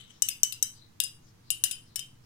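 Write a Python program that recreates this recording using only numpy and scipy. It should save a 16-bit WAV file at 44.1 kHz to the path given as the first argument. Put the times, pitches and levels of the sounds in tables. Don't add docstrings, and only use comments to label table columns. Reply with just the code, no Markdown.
import sys
import numpy as np
from scipy import signal
from scipy.fft import rfft, irfft, next_fast_len
from scipy.io import wavfile

SR = 44100
rng = np.random.default_rng(int(sys.argv[2]) if len(sys.argv) > 2 else 0)


def store_pcm(level_fs):
    pcm = np.round(np.clip(level_fs, -1, 1) * 32767).astype(np.int16)
    wavfile.write(sys.argv[1], SR, np.atleast_2d(pcm).T)


N = 99225


def undb(db):
    return 10 ** (np.asarray(db) / 20)


def unit(x):
    return x / np.sqrt(np.mean(x ** 2) + 1e-18)


def colour(x, points):
    hz, db = np.array(points, float).T
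    size = 2 * next_fast_len(len(x) // 2 + 1024)
    f = np.maximum(np.arange(size // 2 + 1) * SR / size, 1)
    gain = undb(np.interp(np.log(f), np.log(np.sort(hz)), db))
    cepstrum = irfft(np.log(gain))
    cepstrum[1:size // 2] *= 2
    cepstrum[size // 2 + 1:] = 0
    return irfft(rfft(x, size) * np.exp(rfft(cepstrum)))[:len(x)]


def fade(t, t60):
    return np.exp(-np.log(1000) * np.maximum(t, 0) / t60)


def late(x, delay_s):
    return np.pad(x, (max(int(delay_s * SR), 0), N))[:N]


def swell(peak_s, length_s):
    return np.exp(-2 * ((np.arange(N) / SR - peak_s) / length_s) ** 2)


def ventilation():
    # freq_hz, gain_db
    air_eq = [(15, 3.5), (25, -31), (59, -16.5), (111, 1), (175, -9.5), (236, -11), (354, -17.5),
              (394, -27.5), (463, -18), (545, -30.5), (591, -25), (641, -29), (1020, -25.5), (2610, -32.5),
              (6210, -33), (7920, -37.5), (16000, -41.5)]
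    # freq_hz, side_minus_mid_db
    width_eq = [(25, -8.5), (150, -25), (350, 1), (1000, 0.5), (10000, 0)]
    air_db, hum_db, hum_hz = -58, -74, 120
    mid, side = (undb(air_db) * unit(colour(rng.standard_normal(N), air_eq)) for _ in range(2))
    side = colour(side, width_eq)
    mid = mid + undb(hum_db) * np.sqrt(2) * np.sin(2 * np.pi * hum_hz * np.arange(N) / SR)
    left = colour(mid + side, [(200, .0065), (2000, -.5)])
    right = colour(mid - side, [(200, .018), (2000, .5)])
    return np.array([left, right])


def ring(t, modes, detune=.0004):
    out = 0
    for hz, db, t60 in modes:
        pitch_hz = hz * (1 + detune * rng.standard_normal())
        out = out + undb(db) * fade(t, t60) * np.sin(2 * np.pi * (pitch_hz * t + rng.random()))
    return out


def scrapes():
    # peak_s, length_s, level_db
    strokes = [(0.002, .012, -42), (.02, .02, -48), (.039, .01, -50), (.075, .02, -56),
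               (0.105, 0.016, -41.5)]
    ticks_per_s, ring_db = 2500, -4.5
    t = np.arange(SR // 10) / SR
    pressure = sum(undb(db) * swell(peak_s, length_s) for peak_s, length_s, db in strokes)
    ticks = unit((rng.random(N) < ticks_per_s / SR) * rng.standard_normal(N))
    body = ring(t, [(3100, 4, .03), (3070, 10.5, .02), (6100, -2, .09), (7700, -1, .066),
                    (9500, -3.5, .05), (11260, -11, .039), (13200, -10, .027)])
    return undb(ring_db) * signal.fftconvolve(ticks * pressure, body / np.linalg.norm(body))[:N]


def hisses():
    # peak_s, length_s, level_db, centre_hz, width_hz
    swishes = [(0, 0.096, -54, 3670, 900), (0.145, .09, -63, 5730, 1500), (0.158, .06, -64.5, 3760, 1100),
               (0.773, .05, -58.5, 4700, 1200), (0.824, 0.053, -56.5, 4000, 450),
               (1.245, .03, -66.5, 6350, 600), (1.284, 0.036, -62, 5400, 2000),
               (1.485, 0.055, -61, 4440, 1100), (1.875, .04, -64.5, 5000, 1500),
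               (1.92, .05, -65, 4130, 800), (2.245, .025, -66.5, 5270, 900)]
    f, out = np.arange(N // 2 + 1) * SR / N, 0
    for peak_s, length_s, level_db, centre_hz, width_hz in swishes:
        band = irfft(rfft(rng.standard_normal(N)) / (1 + (2 * (f - centre_hz) / width_hz) ** 2), N)
        out = out + undb(level_db) * swell(peak_s, length_s) * unit(band)
    return out


def contact_crack(t, chatter_s, bass_db):
    # freq_hz, gain_db
    crack_eq = [(300, -43.5), (800, -30.5), (1300, -26.5), (1900, -24), (2300, -17.5), (2750, 0.5),
                (3300, -8.5), (3850, -1.5), (4550, -5), (5300, -3), (6100, -2), (6550, -10.5), (7900, 7.5),
                (8800, -8), (9400, 11), (9900, -4), (11600, -7), (12600, 0.5), (13600, -4.5), (14300, -1.5),
                (15300, -9), (16000, -26)]
    tick_db = 10
    envelope = fade(t - chatter_s, t60=.037) + undb(tick_db) * fade(t, t60=.0017)
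    noise = rng.standard_normal(len(t))
    crack = colour(noise * envelope, crack_eq) / np.std(colour(noise, crack_eq))
    return colour(crack, [(3540, bass_db), (5200, 0)])


def beating(t, hz, db, t60, split_hz=12.5, upper_db=-3):
    phase = 2 * np.pi * (hz * t + rng.random())
    beat = np.pi * split_hz * t
    return undb(db) * fade(t, t60) * (np.sin(phase - beat) - undb(upper_db) * np.sin(phase + beat))


def flask_ring(t, flask_db, belly_db):
    # pitch_hz, level_db, t60_s
    pitch_hz = [2842, 6090, 6960, 7103, 7790, 7985, 9292, 9402, 9495, 10430, 11160, 12660, 13170]
    level_db = [-11.5, -14.5, -14, -12, -23, -12, -3.5, -2.5, -14, -12, -15, -6.5, -12]
    t60_s = [.12, .05, .08, .09, .04, .1, .05, .08, .09, .045, .08, .018, .055]
    shimmer = ring(t, zip(pitch_hz, level_db, t60_s))
    belly = beating(t, hz=5030, db=-9, t60=.13)
    return undb(flask_db) * shimmer + undb(belly_db) * belly


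def pipette_ring(t, pitch_hz, note_db, overtones_db):
    # mode_hz, level_db, t60_s, shift_share
    mode_hz = [1330, 1830, 2250, 3808, 5270, 5455, 7130, 8555, 9165]
    level_db = [-30, -24, -20, -18.5, -16, -9.5, -10, -13.5, -10]
    t60_s = [.025, .025, .025, .05, .06, .08, .06, .07, .06]
    shift_share = [0, 0, 0, 0, .85, .55, 0, .2, .6]
    reference_hz = 3023
    shifted_hz = np.array(mode_hz) * (1 + np.array(shift_share) * (pitch_hz / reference_hz - 1))
    note = beating(t, pitch_hz, db=-12, t60=.14)
    overtones = ring(t, zip(shifted_hz, level_db, t60_s))
    return undb(note_db) * note + undb(overtones_db) * overtones


def ping_and_knock(t, tip_db, knock_db):
    # pitch_hz, level_db, t60_s
    pitch_hz = [5960, 6130, 6350, 6930, 7720, 7990]
    level_db = [2, 3.5, -3.5, -8.5, -10.5, -1]
    t60_s = [.025, .025, .025, 0.018, 0.028, .028]
    # pitch_hz, level_db, t60_s
    knock_modes = [(800, -16, .018), (1580, -17, .016), (1980, -19, .016)]
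    ping = undb(tip_db) * ring(t, zip(pitch_hz, level_db, t60_s))
    knock = undb(knock_db) * ring(t, knock_modes)
    attack = 1 - np.exp(-t / .00015)
    return (ping + knock) * attack


def clinks():
    # start_s, level_db, flask_db, belly_db, note_db, overtones_db,
    # pitch_hz, tip_db, knock_db, bass_db, treble_db, chatter_s
    contacts = [ (.2216, -18.5, -15, -7, 6, 2, 2978, 6.5, -11, -5, -0.5, .0004),
                (0.2869, -28.5, -0.5, -11, 1, -17, 2970, 7, -12, 12.5, 10, .0015),
                (.3025, -39.5, 2.5, 21, -15, -19, 2980, -25, -20, -5, -4, 0.00063),
                (0.4325, -18.5, -23, -26, 6, 3.5, 3011, 7, -18, -3.5, 2, 0.00084),
                (0.5238, -28.5, -5, 5, -10, -32, 2917, -46, -40, 7, 1.5, .001),
                (0.6259, -24, -6.5, 0.5, 1.5, 7.5, 3078, 10, -7, -2.5, 7, 0.002),
                (1.0020, -19, -1.5, -0.5, -7.5, -20, 2990, -19, -9, 8.5, 4, 0.00021),
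                (1.0366, -28.5, 5, 14, -13.5, -12.5, 2960, -2.5, -22, -8.5, 1, 0.0017),
                (1.5038, -23, 8.5, -1.5, 1, -7, 3064, -4.5, -12, 1.5, -0.5, 0.0011),
                (1.6381, -17.5, 2.5, -1, 1.5, -3.5, 3036, -1.5, 0.5, 1.5, 3.5, 0.003),
                (1.7113, -26.5, -1.5, 3, 5, -12, 3080, -3, -25, 8, -1, 0.0018),
                (1.7230, -44.5, 14, 14.5, 17, -6.5, 3020, -1, -24.5, 0.5, -0.5, 0.00059),
                (1.9586, -25.5, -11.5, -5.5, 4.5, 7.5, 3017, -11, -1, 0, 1.5, 0.003),
                (1.9928, -38, 2.5, 12, 17, 6, 3119, 7, -17, 11, 5, 0.0006)]
    t, out = np.arange(SR // 2) / SR, 0
    for (start_s, level_db, flask_db, belly_db, note_db, overtones_db,
         pitch_hz, tip_db, knock_db, bass_db, treble_db, chatter_s) in contacts:
        ringing = flask_ring(t, flask_db, belly_db) + pipette_ring(t, pitch_hz, note_db, overtones_db)
        build_up = 1 - np.exp(-2 * t / chatter_s)
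        damped = ping_and_knock(t, tip_db, knock_db)
        crack = contact_crack(t, chatter_s, bass_db)
        clink = colour(ringing * build_up + damped + crack, [(7900, 0), (12500, treble_db)])
        out = out + undb(level_db) * late(clink, start_s)
    low_cut = signal.butter(2, 500, "high", fs=SR, output="sos")
    return signal.sosfilt(low_cut, out)


def room(x):
    # freq_hz, gain_db
    reverb_eq = [(500, -29.5), (1500, -3), (3000, -8.5), (6000, -15), (9500, -14), (14000, -16.5)]
    onset_s = .0099
    t = np.arange(SR * 2 // 3) / SR
    noise = rng.standard_normal(len(t))
    low = signal.sosfilt(signal.butter(1, 7000, fs=SR, output="sos"), noise)
    treble = noise - low
    bloom = 1 - np.exp(-(t / onset_s) ** 2)
    tail = (low * fade(t, t60=.29) + treble * fade(t, t60=.27)) * bloom
    return colour(signal.fftconvolve(x, tail / np.linalg.norm(tail))[:N], reverb_eq)


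def scene():
    # freq_hz, gain_db
    shade_eq = [(1000, -12), (3000, -15), (4500, -17.5), (6000, -12.5), (9000, -16.5), (14000, -16.5)]
    # freq_hz, gain_db
    right_room_eq = [(1000, 1), (3000, -1.5), (7000, -2), (14000, -7)]
    glass = clinks() + scrapes() + hisses()
    left = glass + room(glass)
    right = late(colour(glass, shade_eq), delay_s=.00058) + colour(room(glass), right_room_eq)
    return np.array([left, right]) + ventilation()


def record(dry):
    top_hz = 16000
    high_cut = signal.ellip(8, .2, 70, top_hz, fs=SR, output="sos")
    return signal.sosfilt(high_cut, np.clip(dry, -1, 1))


dry = scene()
out = record(dry)
store_pcm(out)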